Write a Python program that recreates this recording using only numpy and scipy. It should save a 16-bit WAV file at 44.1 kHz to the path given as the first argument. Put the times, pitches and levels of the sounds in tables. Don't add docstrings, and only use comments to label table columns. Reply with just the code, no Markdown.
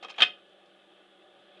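import sys
import numpy as np
from scipy import signal
from scipy.fft import rfft, irfft
from scipy.io import wavfile
from scipy.ndimage import uniform_filter1d

SR = 44100
rng = np.random.default_rng(int(sys.argv[2]) if len(sys.argv) > 2 else 0)


def boost_factor(decibels):
    exponent = np.asarray(decibels, float) / 20
    return 10 ** exponent


def unload_audio(sound):
    columns = np.transpose(np.atleast_2d(sound))
    steps = np.round(np.clip(columns, -1, 1) * 32767)
    wavfile.write(sys.argv[1], SR, steps.astype(np.int16))


N = 70560


def evened(x):
    return x / np.sqrt(np.mean(abs(x) ** 2) + 1e-20)


def read(points, hz):
    f, value = np.transpose(points)
    return np.interp(np.log(hz + 1), np.log(f + 1), value)


def coloured(points, size):
    spectrum = rfft(rng.standard_normal(size))
    gain = boost_factor(read(points, np.fft.rfftfreq(size, 1 / SR)))
    return evened(irfft(spectrum * gain, size))


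def drift(seconds):
    size = max(round(seconds * SR), 1)
    once = uniform_filter1d(rng.standard_normal(N), size)
    return evened(uniform_filter1d(once, size))


def carrier():
    # t/s, force/dB, chatter length/s, housing share/dB, thin-spring share/dB
    slide_contacts = [(.0266, -41.5, 0.0044, 9.5, 6), (.031, -38, 0.0079, -4.5, 9.5),
                      (.0392, -44.5, .005, 12.5, -4), (.0465, -35.5, 0.0035, 9, 2),
                      (.053, -41.5, .010, 2.5, -1), (.0845, -40, 0.00205, 0.5, -11),
                      (.088, -44.5, .009, 4.5, -9.5), (.0955, -37, 0.0088, -9.5, 10),
                      (.1005, -38, .012, 2.5, 14.5), (.118, -44.5, .012, 3, -6),
                      (.1415, -47.5, 0.009, 2, -8.5), (.157, -41, .025, 2, -11)]
    # t/s, force/dB, length/s, housing/dB,
    # spring/dB
    slam_and_settling = [(0.1817, -36, .003, 6, -20), (0.1842, -29.5, .003, 1, -12.5),
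                         (0.19, -28.5, .015, 1, 5), (0.2044, -18, .005, 0.5, -13),
                         (0.2083, -20.5, 0.0035, 1, -18), (0.2124, -22, .007, -9, -8),
                         (0.2206, -9.5, 0.0018, -2, -2.5), (0.2223, -12, 0.0028, -7, -8.5),
                         (.2268, -9, .007, -10.5, -0.5), (0.234, -18, 0.0076, -10, -19),
                         (0.246, -35.5, 0.0078, -1.5, -18), (1.573, -54, .006, -11, -16),
                         (1.592, -62, 0.0052, -2, -16),
                         (.4945, -67, .001, -20, 17),
        (.6591, -72, .001, -20, 28),
        (1.517, -63, .002, 8, -14),
    ]
    out = np.zeros(N + SR)
    for start_s, force_db, length_s, housing_db, spring_db in slide_contacts + slam_and_settling:
        sound = contact(length_s, housing_db, spring_db)
        at = round(start_s * SR)
        out[at:at + len(sound)] += boost_factor(force_db) * sound
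    return out[:N]


def contact(length_s, housing_db, spring_db):
    # f/Hz, level/dB, t60/s
    housing_modes = [(180, -22.5, .04), (375, -20, 0.044), (440, -11.5, 0.082), (527.4, -8.5, 0.055),
                     (755, 4.5, 0.026), (878, -7.5, 0.018), (1115, -1.5, .025), (1224, 2, 0.034)]
    # f/Hz, level/dB, t60/s
    carrier_modes = [(1512, -5.5, 0.046), (1698, -1.5, 0.03), (1816, -8.5, 0.048), (2077, -2, 0.027),
                     (2220, -25.5, .025), (2525, 4.5, 0.037), (2630, -1, 0.019), (2820, -1, 0.022),
                     (3030, -7.5, .025), (3118, 3, .03), (3205, 4.5, 0.054), (3510, -10.5, 0.023),
                     (3686, 0, 0.024), (4050, -19, 0.012)]
    # f/Hz, level/dB, t60/s
    spring_modes = [(4180, -1, 0.039), (4600, -2, .022), (5246, -2, 0.032), (6000, -11, .03),
                    (6500, -14, 0.034), (7100, -11, 0.034)]
    # f/Hz, level/dB
    crack_spectrum = [(100, -34.5), (300, -31.5), (750, -12), (1600, -15.5), (3200, 8.5), (5000, -16.5),
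                      (8000, -33.5), (12000, -63), (20000, -96)]
    # f/Hz, level/dB
    fizz_spectrum = [(2000, -27), (4500, -18.5), (6000, -10.5), (9000, -4), (11000, -6), (12500, -36),
                     (20000, -67)]
    t = np.arange(5000) / SR
    knocks = chatter(length_s)
    fizz = boost_factor(-12.5 - 60 * t / 0.024) * coloured(fizz_spectrum, len(t))
    spring = ring(spring_modes, t, knocks) + fizz
    body = ring(carrier_modes, t, knocks) + boost_factor(housing_db) * ring(housing_modes, t, knocks)
    body = (body + boost_factor(spring_db - 12) * spring) / 3
    crack = boost_factor(-2 - 60 * t / 0.015) * coloured(crack_spectrum, len(t))
    return signal.fftconvolve(knocks, body + crack)


def chatter(length_s):
    rate_per_s, spread_db, first_knock = 2500, 2.5, 2.2
    u = np.arange(1200) / SR
    happens = rng.random(len(u)) < rate_per_s / SR
    sign = np.sign(rng.standard_normal(len(u)))
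    size = boost_factor(spread_db * rng.standard_normal(len(u)))
    fade = np.clip((length_s - u) * 2000, 0, 1)
    knocks = happens * sign * size * fade
    knocks[0] = first_knock
    return knocks / np.linalg.norm(knocks)


def ring(modes, t, knocks):
    spread_db, rise_cycles = 2.0, 0.7
    luck = rng.standard_normal(len(modes))
    hz, db, t60 = np.transpose(modes)[:, :, None]
    fed = abs(np.exp(-2j * np.pi * hz * t[:len(knocks)]) @ knocks)[:, None] + 0.3
    rise = np.minimum(hz * t / rise_cycles, 1)
    wave = np.sign(luck[::-1, None]) * np.sin(2 * np.pi * hz * t) * rise / fed
    decay = boost_factor(db + spread_db * luck[:, None] - 60 * t / abs(t60))
    return (decay * wave).sum(0)


def room(x):
    # f/Hz, t60/s
    room_decay = [(200, 0.41), (1000, 0.21), (3000, 0.22), (8000, 0.16)]
    level_db, delay_s = -12, 0.002
    taps = np.zeros(SR // 2)
    at = np.arange(0, SR // 2 - 20, 20)
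    taps[at + rng.integers(0, 20, len(at))] = rng.choice([-1., 1.], len(at))
    taps *= np.clip(np.arange(len(taps)) / SR / delay_s - 1, 0, 1)
    hz, t, z = signal.stft(taps, SR, nperseg=256)
    decay = boost_factor(-60 * t / read(room_decay, hz)[:, None])
    tail = signal.istft(z * decay, SR, nperseg=256)[1]
    return boost_factor(level_db) * signal.fftconvolve(x, tail / np.linalg.norm(tail))[:N]


def fan():
    # t/s, level/dB
    closeness = [(0, 0.5), (0.451, -1), (.7, -2), (0.999, -1.35), (1.3, -1.1), (1.5, 0), (1.6, 1.5)]
    near_db = np.interp(np.arange(N) / SR, *np.transpose(closeness))
    return (airflow() + motor()) * boost_factor(near_db)


def airflow():
    # f/Hz, level/dB
    air_spectrum = [(18, -54.5), (30, -29), (113, -20), (189, -6), (448, -13), (585, -7), (996, -10),
                    (3370, -9), (6000, -33.5), (7800, -76), (13200, -120)]
    # f/Hz, width/Hz, level/dB
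    cavities = [(172, 32, -86), (351.3, 46, -66.5), (484, 28, -72.5), (586, 45, -65.5), (759, 63, -68),
                (1220, 110, -72), (1467, 56, -74.5), (1700, 100, -73), (2640, 52, -75.5),
                (3020, 220, -71.5), (3380, 350, -67)]
    air_db, patch_db, flicker_db = -66.5, 1.0, 0.7
    frames, hz = N // 512 + 5, np.fft.rfftfreq(2048, 1 / SR)[:, None]
    a, b, patches = rng.standard_normal((frames, 1025, 3)).T
    patches = evened(uniform_filter1d(uniform_filter1d(patches, 14, 0), 5, 1))
    shape = boost_factor(read(air_spectrum, hz) - 40 * np.maximum(np.log2(hz / 6000 + 1e-9), 0))
    power = boost_factor(2 * air_db) * shape ** 2 / np.sum(shape ** 2)
    for mid_hz, width_hz, db in cavities:
        peak = 1 / (1 + (2 * (hz - mid_hz) / width_hz) ** 2 * 0.41) ** 2
        power = power + boost_factor(2 * db) * peak / peak.sum()
    z = (a + 1j * b) * np.sqrt(power) * boost_factor(patch_db * patches)
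    air = signal.istft(z, nperseg=2048, noverlap=1536)[1][:N]
    return evened(air) * np.sqrt(power.sum()) * boost_factor(flicker_db * drift(0.008))


def motor():
    # f/Hz, level/dB rms, waver/Hz
    motor_tones = [(61.3, -99, 3.2), (194, -75.5, .8), (416, -78, 1.2), (560, -71, 5.4)]
    out = np.zeros(N)
    for hz, db, waver_hz in motor_tones:
        level = np.sqrt(2) * boost_factor(db + 1.4 * drift(0.02))
        phase = 2 * np.pi * np.cumsum(hz + waver_hz * drift(0.03)) / SR
        out += level * np.sin(phase)
    return out


def scene():
    band = signal.butter(3, [190, 7620], "bandpass", fs=SR, output="sos")
    clacks = signal.sosfilt(band, carrier())
    return (clacks + room(clacks) + fan())[None]


def low_pass(x):
    return signal.sosfilt(signal.butter(12, 12260, fs=SR, output="sos"), x)


def record(dry):
    # f/Hz, level/dB
    hiss_spectrum = [(30, -5), (300, -25), (5000, -9), (8000, -8), (10200, -8.5), (11200, -14),
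                     (12200, -31), (13500, -49)]
    edge = signal.firwin(63, 11900, window=("kaiser", 7), fs=SR)
    hiss = boost_factor(-83.5) * coloured(hiss_spectrum, N)
    whine = boost_factor(-101) * np.sin(2 * np.pi * 8000 * np.arange(N) / SR)
    mix = signal.oaconvolve(dry, edge[None], "same") + hiss + whine
    return low_pass(mix)


dry = scene()
out = record(dry)
unload_audio(out)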